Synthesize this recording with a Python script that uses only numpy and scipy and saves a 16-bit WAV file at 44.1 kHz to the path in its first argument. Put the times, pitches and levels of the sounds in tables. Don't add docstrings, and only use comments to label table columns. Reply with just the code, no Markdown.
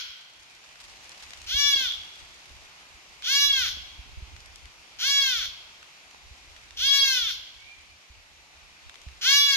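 import sys
import numpy as np
from scipy import signal
from scipy.fft import rfft, irfft
from scipy.io import wavfile
from scipy.ndimage import uniform_filter1d

SR = 44100
rng = np.random.default_rng(int(sys.argv[2]) if len(sys.argv) > 2 else 0)


def digitize_waveform(pressure):
    field = np.atleast_2d(pressure).T
    bounded = np.clip(field, -1, 1)
    quanta = np.round(bounded * 32767).astype(np.int16)
    wavfile.write(sys.argv[1], SR, quanta)


N = 421596
EDGE_HZ = 13150

# start in seconds, length in seconds, effort in relative dB, ceiling of the pitch in Hz,
# scoop time in seconds, crest time in seconds, sag in Hz, last drop in Hz, fade in dB,
# nose level in relative dB, mouth level in relative dB, throat tuning as a ratio.
BLEAT_CALLS = [ (1.46, 0.47, -13, 571.4, 0.051, .184, 128, 248.3, -13, 2, -6, 1.02),
               (3.225, 0.47, -12.5, 566.2, 0.04, 0.22, 133, 273, -11, -0.5, -6.5, 1.025),
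               (4.984, 0.48, -13, 561.3, .040, 0.17, 216, 194.2, -15.5, -3.5, -6, 1.03),
               (6.762, .555, -13, 558.3, .044, .182, 161, 75.2, -11, -3, -9, 1.012),
               (9.209, 0.57, -6.5, 567.6, .033, 0.21, 184, 80, -29, -2.5, -6, 1.028), ]
# Hz before tuning, width in Hz, relative level in dB.
THROAT_RINGS = [(2975, 520, 0.5), (4156, 890, -1), (4890, 250, -1.5), (5525, 1130, -1.5), (6410, 940, -7.5),
                (10070, 10700, -26.5), (12100, 1800, -17)]
# Hz, width in Hz, relative level in dB.
MOUTH_RINGS = [(560, 540, -46), (1487, 374, 7.5), (2300, 1100, 6)]
# Hz, level in dB against the direct sound.
NEAR_SCATTER = [(500, 1), (1600, -7), (2600, -12.5), (3600, 7), (6000, -1), (13000, 2.5)]
# Hz, level in dB against the direct sound.
WOOD_TAIL = [(500, 8.5), (1600, -16), (3300, -12), (4500, -9), (6000, -14.5), (13000, -16)]
# Hz, time in seconds to die by 60 dB.
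WOOD_TAIL_T60 = [(1000, 1.3), (3300, 1.094), (7000, 0.76), (13000, 0.89)]
# Hz, left minus right in dB.
PORT_BALANCE = [(1200, 1.5), (2500, -6), (4500, 5), (13000, 4.5)]
# Hz, lead in radians.
LEFT_LEAD = [(1500, 0), (2800, 1.8), (4050, 3), (7400, 5.5), (13000, 9.3)]
# time in seconds, relative peak in dB, centre in Hz, left minus right in dB.
LEAF_CRACKLES = [(0.756, -42, 2290, -3), (1.093, -36, 4540, 3), (1.224, -37.5, 3000, -2),
                 (1.306, -35.5, 3780, 1), (1.334, -31.5, 2430, 0), (1.416, -35, 3940, 3),
                 (3.222, -32.5, 2450, -2), (4.364, -38.5, 2340, 5), (4.404, -41, 3820, 2),
                 (4.459, -40, 5000, 3), (4.558, -37.5, 5100, 4), (4.655, -41, 2630, 9),
                 (5.828, -37, 2180, 0), (6.11, -41, 3500, 0), (6.146, -40.5, 856, 2), (6.563, -39, 2520, 1),
                 (6.707, -37.5, 2570, 0), (8.895, -33.5, 2280, 1), (8.942, -38.5, 2740, 3),
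                 (8.956, -42, 2760, 12), (9.016, -41, 3770, 4), (9.086, -41.5, 2360, 5)]
# time in seconds, relative level in dB.
LITTER_RUSTLE = [(0, -59), (.8, -50.5), (2.2, -52.5), (3.1, -61), (5.8, -111), (6.4, -57), (7.8, -60),
                 (8.7, -84), (9.1, -59)]
# Hz, relative density in dB per Hz.
RUMBLE_COLOUR = [(15, -30), (35, -3), (60, 7), (85, -4), (125, -14), (200, -23), (400, -23), (900, -67)]
# time in seconds, relative level in dB.
RUMBLE_COURSE = [(0, -72), (1.1, -67.5), (1.45, -54), (1.85, -49.5), (2.1, -62), (2.5, -56.5), (2.85, -69),
                 (3.35, -61.5), (3.65, -42), (3.9, -57), (4.2, -47.5), (4.9, -68), (5.35, -50), (5.9, -77),
                 (6.3, -58.5), (7.1, -56), (7.9, -65.5), (9.56, -64)]
# time in seconds, swing in relative dB, dull knock in relative dB.
HAND_BUMPS = [(0.092, -57, -76), (1.544, -33.5, -47), (1.754, -39, -45), (1.809, -59, -40),
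              (2.085, -63, -70), (2.22, -48, -70), (3.469, -51, -51), (3.768, -49, -48.5), (3.99, -37, -64),
              (4.171, -32.5, -59), (4.221, -32, -68), (5.381, -56, -63), (6.309, -40.5, -72),
              (6.841, -46, -53), (8.1, -44.5, -68), (8.86, -45, -72), (9.066, -33, -68)]
# time in seconds, pitch in Hz, relative level in dB.
BIRD_WHISTLE = [(7.56, 2200, -50), (7.62, 2293, -62), (7.669, 2390, -47), (7.709, 2376, -69)]
# Hz, relative density in dB per Hz.
LEAF_COLOUR = [(76, -36), (130, -7), (207, -13), (355, -9), (423, -11), (750, -5), (1400, -6), (2460, -1),
               (2870, -3), (6460, -9), (8300, -19.5), (12200, -24), (13200, -28)]
# time in seconds, relative level in dB.
LEAF_COURSE = [(0, -10.2), (.5, -4), (1.2, 0), (2.7, -1.94), (4.4, -2.2), (6.2, -2.65), (8.1, -5.5),
               (9.56, -2)]
# Hz, likeness from 0 to 1.
LEAF_LIKENESS = [(60, 0.67), (180, 0.94), (520, 0.52), (1530, 0.6), (4520, 0.15), (13300, 0.12)]


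def fawn(earlier_start_s=-0.5, earlier_db=3):
    voice = np.zeros(SR + N)
    for start, *shape in BLEAT_CALLS:
        add(voice, 1 + start, bleat(*shape))
    add(voice, 1 + earlier_start_s, gain_of(earlier_db) * bleat(*BLEAT_CALLS[2][1:]))
    hz, _, z = signal.stft(wood(voice), SR, nperseg=512)
    lean_db = read(PORT_BALANCE, hz)[:, None] / 2
    lead = read(LEFT_LEAD, hz)[:, None] / 2
    z = z * np.exp(1j * np.array([lead, -lead]))
    z = z * gain_of(np.array([lean_db, -lean_db]))
    return signal.istft(z, SR, nperseg=512)[1][:, SR:SR + N]


def bleat(length, effort_db, top_hz, scoop_s, crest_s, sag_hz, drop_hz, fade_db, nose_db, mouth_db, tuning):
    t = np.arange(0, length, 1 / SR)
    hz = arch(t, length, top_hz, scoop_s, crest_s, sag_hz, drop_hz)
    drive = vocal_folds(hz)
    late = t / length - .5
    nasal_db = nose_db - 0.5 * late + 6 * wander(len(t), 5.6)
    nose = gain_of(nasal_db) * evened(cavity(drive, [(3359, 483, 0)]))
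    mouth = gain_of(mouth_db + 8 * late) * evened(cavity(drive, MOUTH_RINGS))
    tuned_rings = [(f * tuning, width, db) for f, width, db in THROAT_RINGS]
    voice = evened(cavity(drive, tuned_rings)) + nose + mouth
    power = uniform_filter1d(uniform_filter1d(voice ** 2, size=900), size=700)
    steady = voice / np.sqrt(power + 1e-9)
    return gain_of(effort_db + effort(t, length, fade_db)) * steady * signal.windows.tukey(len(t), .025)


def vocal_folds(hz):
    slack_hz, jitter, shimmer_db = 490, .04, 4.5
    small_head_hz = 1100
    slack = np.clip(2 * (1 - hz / slack_hz), 0, 1)
    turns = np.cumsum(hz * (1 + jitter * slack * wander(len(hz), 163))) / SR
    folds = np.zeros(len(hz))
    for k in np.arange(1, EDGE_HZ // 220):
        folds += np.cos(2 * np.pi * k * turns) * np.clip((EDGE_HZ - k * hz) / hz + 1, 0, 1)
    strength = rng.standard_normal(SR // 100)[np.round(turns).astype(int)]
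    shimmer = gain_of(shimmer_db * slack * strength)
    thin = signal.butter(2, small_head_hz, "high", fs=SR, output="sos")
    return signal.sosfilt(thin, evened(folds * np.sqrt(hz)) * shimmer)


def arch(t, length, top_hz, scoop_s, crest_s, sag_hz, drop_hz):
    scoop_hz, settle_hz, settle_power = 128, 165.5, 3.7
    drop_s, lowest_hz = .024, 283.6
    scoop = scoop_hz * np.exp(-(t / scoop_s) ** 2)
    settle = settle_hz * np.maximum(1 - t / crest_s, 0) ** settle_power
    sag = sag_hz * (np.maximum(t - crest_s, 0) / (length - crest_s)) ** 2
    drop = drop_hz * np.exp((t - length) / drop_s)
    return np.maximum(top_hz - scoop - settle - sag - drop, lowest_hz)


def effort(t, length, fade_db):
    swell = -34.5 * np.exp(-t / 0.054)
    fade = fade_db * (t / length) ** 2
    release = -7.5 * np.exp((t - length) / 0.13)
    return swell + fade + release + 1.5 * wander(len(t), 5.6)


def cavity(x, modes, size=4096):
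    f = np.fft.rfftfreq(size, 1 / SR)
    power = sum(gain_of(db) ** 2 / (1 + ((f - hz) / width) ** 2 * 2) ** 4 for hz, width, db in modes)
    log_gain = np.log(power + 1e-9) / 2
    causal = np.exp(np.conj(signal.hilbert(np.r_[log_gain, log_gain[-2:0:-1]])))
    return signal.oaconvolve(x, np.fft.ifft(causal).real[:size // 2])[:len(x)]


def wood(x, scatter_t60=0.23):
    response = echoes(NEAR_SCATTER, [(1000, scatter_t60)]) + echoes(WOOD_TAIL, WOOD_TAIL_T60)
    response[:, 0] += 1
    return signal.fftconvolve(np.atleast_2d(x), response, axes=1)[:, :x.shape[-1]]


def echoes(colour, t60, size=SR):
    taps = rng.choice([-1., 1.], (2, size)) * (rng.random((2, size)) < 4000 / SR)
    taps[:, :SR // 400] = 0
    hz, t, z = signal.stft(evened(taps), SR, nperseg=256)
    life = read(t60, hz)[:, None]
    even_energy = np.sqrt(2 * np.log(1000) / (life * SR))
    z *= gain_of(read(colour, hz)[:, None] - 60 * t / life) * even_energy
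    return signal.istft(z, SR, nperseg=256)[1]


def litter(snap_s=0.0022, octaves=1.17, dull_hz=9000, rustle_db=-3, far_db=-14):
    crackles, t = np.zeros((2, N)), np.arange(2048) / SR
    f = np.fft.rfftfreq(len(t), 1 / SR) + 1
    for s, db, hz, pan in LEAF_CRACKLES:
        fractures = rng.choice([-1, 1], (2, len(t))) * t * np.exp(-2 * t / snap_s)
        around_centre = 1 / (1 + abs(np.log2(f / hz) / octaves) ** 3)
        snap = irfft(rfft(fractures) * around_centre / np.hypot(1, (f / dull_hz) ** 3))
        snap /= abs(snap.mean(0)).max()
        add(crackles, s, snap * gain_of(db + np.array([[pan], [-pan]]) / 2))
    grains = (rng.random(N) < 220 / SR) * gain_of(3.5 * np.minimum(rng.exponential(1, N), 3))
    bursts = signal.lfilter([1], [1, -np.exp(-1 / (0.0053 * SR))], grains)
    leaf = signal.butter(2, [1400, 6000], "band", fs=SR, output="sos")
    rustle = signal.sosfilt(leaf, bursts * rng.standard_normal((2, N)))
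    db, = follow(LITTER_RUSTLE, np.arange(N) / SR)
    near = crackles + gain_of(db + rustle_db) * evened(rustle)
    far = signal.fftconvolve(near, echoes([(1000, 0)], [(1000, .3)]), axes=1)[:, :N]
    return near + gain_of(far_db) * far


def handling(level_db=1, body_hz=61, ring_s=0.0074, knock_s=0.0023):
    db, = follow(RUMBLE_COURSE, np.arange(N) / SR)
    out = gain_of(db + level_db) * air(RUMBLE_COLOUR, [(60, 0.33)], patchy_db=4.0)
    t = np.arange(SR // 5) / SR
    dull = signal.butter(2, [130, 560], "band", fs=SR, output="sos")
    swing_shape = t / ring_s * np.exp(1 - t / ring_s)
    knock_shape = t / knock_s * np.exp(1 - t / knock_s)
    for s, swing_db, knock_db in HAND_BUMPS:
        swing = np.sin(2 * np.pi * (body_hz * t + 0.79 * rng.random((2, 1))))
        knock = evened(signal.sosfilt(dull, rng.standard_normal((2, len(t)))))
        add(out, s, gain_of(swing_db) * swing_shape * swing)
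        add(out, s, gain_of(knock_db) * knock_shape * knock)
    return out * gain_of([[-1.3], [1.3]])


def bird(level_db=8, ring_s=1.0):
    t = np.arange(BIRD_WHISTLE[0][0], BIRD_WHISTLE[-1][0], 1 / SR)
    hz, db = follow(BIRD_WHISTLE, t)
    tone = np.sin(2 * np.pi * np.cumsum(hz) / SR)
    whistle = gain_of(db + level_db) * tone * signal.windows.tukey(len(t), .2)
    out = np.zeros((2, N))
    add(out, t[0], signal.fftconvolve(whistle[None], echoes([(2300, 0.0052)], [(2300, ring_s)]), axes=1))
    return out * gain_of([[-3], [2]])


def foliage(level_db=-49, lead_s=0.000418):
    db, = follow(LEAF_COURSE, np.arange(N) / SR)
    return gain_of(level_db + db) * air(LEAF_COLOUR, LEAF_LIKENESS, patchy_db=0.9, lead_s=lead_s)


def air(spectrum, likeness, patchy_db, lead_s=0, around_hz=1410):
    frames, hz = N // 512 + 5, np.fft.rfftfreq(2048, 1 / SR)
    a, b, c, d, patches = rng.standard_normal((5, frames, len(hz))).transpose(0, 2, 1)
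    patches = uniform_filter1d(uniform_filter1d(evened(patches), size=30, axis=0), size=8, axis=1)
    patches = evened(patches)
    same = np.clip(read(likeness, hz), -1, 1)[:, None]
    left, other = a + 1j * b, c + 1j * d
    delay_s = lead_s * hz ** 4 / (hz ** 4 + around_hz ** 4)
    later = np.exp(-2j * np.pi * hz * delay_s)[:, None]
    z = np.array([left, same * later * left + np.sqrt(1 - same ** 2) * other])
    z *= gain_of(read(spectrum, hz)[:, None] + patchy_db * patches)
    return evened(signal.istft(z, nperseg=2048, noverlap=1536)[1][:, :N])


def gain_of(db):
    return 10 ** (np.asarray(db) / 20)


def evened(x):
    return x / np.sqrt(np.mean(x ** 2) + 1e-20)


def read(points, hz):
    f, value = np.transpose(points)
    return np.interp(np.log(hz + 1), np.log(f + 1), value)


def follow(rows, t):
    s, *columns = np.transpose(rows)
    return [np.interp(t, s, c) for c in columns]


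def add(mix, s, sound):
    part = mix[..., max(round(s * SR), 0):][..., :sound.shape[-1]]
    part += sound[..., :part.shape[-1]]


def wander(size, rate_hz):
    f = np.fft.rfftfreq(SR, 1 / SR)
    return evened(irfft(rfft(rng.standard_normal(SR)) / (1 + (f / rate_hz) ** 2)))[:size]


def scene():
    return fawn() + litter() + handling() + bird() + foliage()


def record(dry, split_hz=1950, threshold_db=-33, squeeze=0.44):
    f = np.fft.rfftfreq(2 * N, 1 / SR)
    low = irfft(rfft(dry, 2 * N) / (1 + (f / split_hz) ** 4))[:, :N]
    high = dry - low
    power = uniform_filter1d(uniform_filter1d((high ** 2).mean(0), size=900), size=600)
    over_db = np.maximum(10 * np.log10(abs(power) + 1e-12) - threshold_db, 0)
    held = low + high * gain_of(-squeeze * over_db)
    upper_limit = signal.firwin(511, EDGE_HZ, window=("kaiser", 9), fs=SR)
    return signal.oaconvolve(held, upper_limit[None], "same")


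dry = scene()
out = record(dry)
digitize_waveform(out)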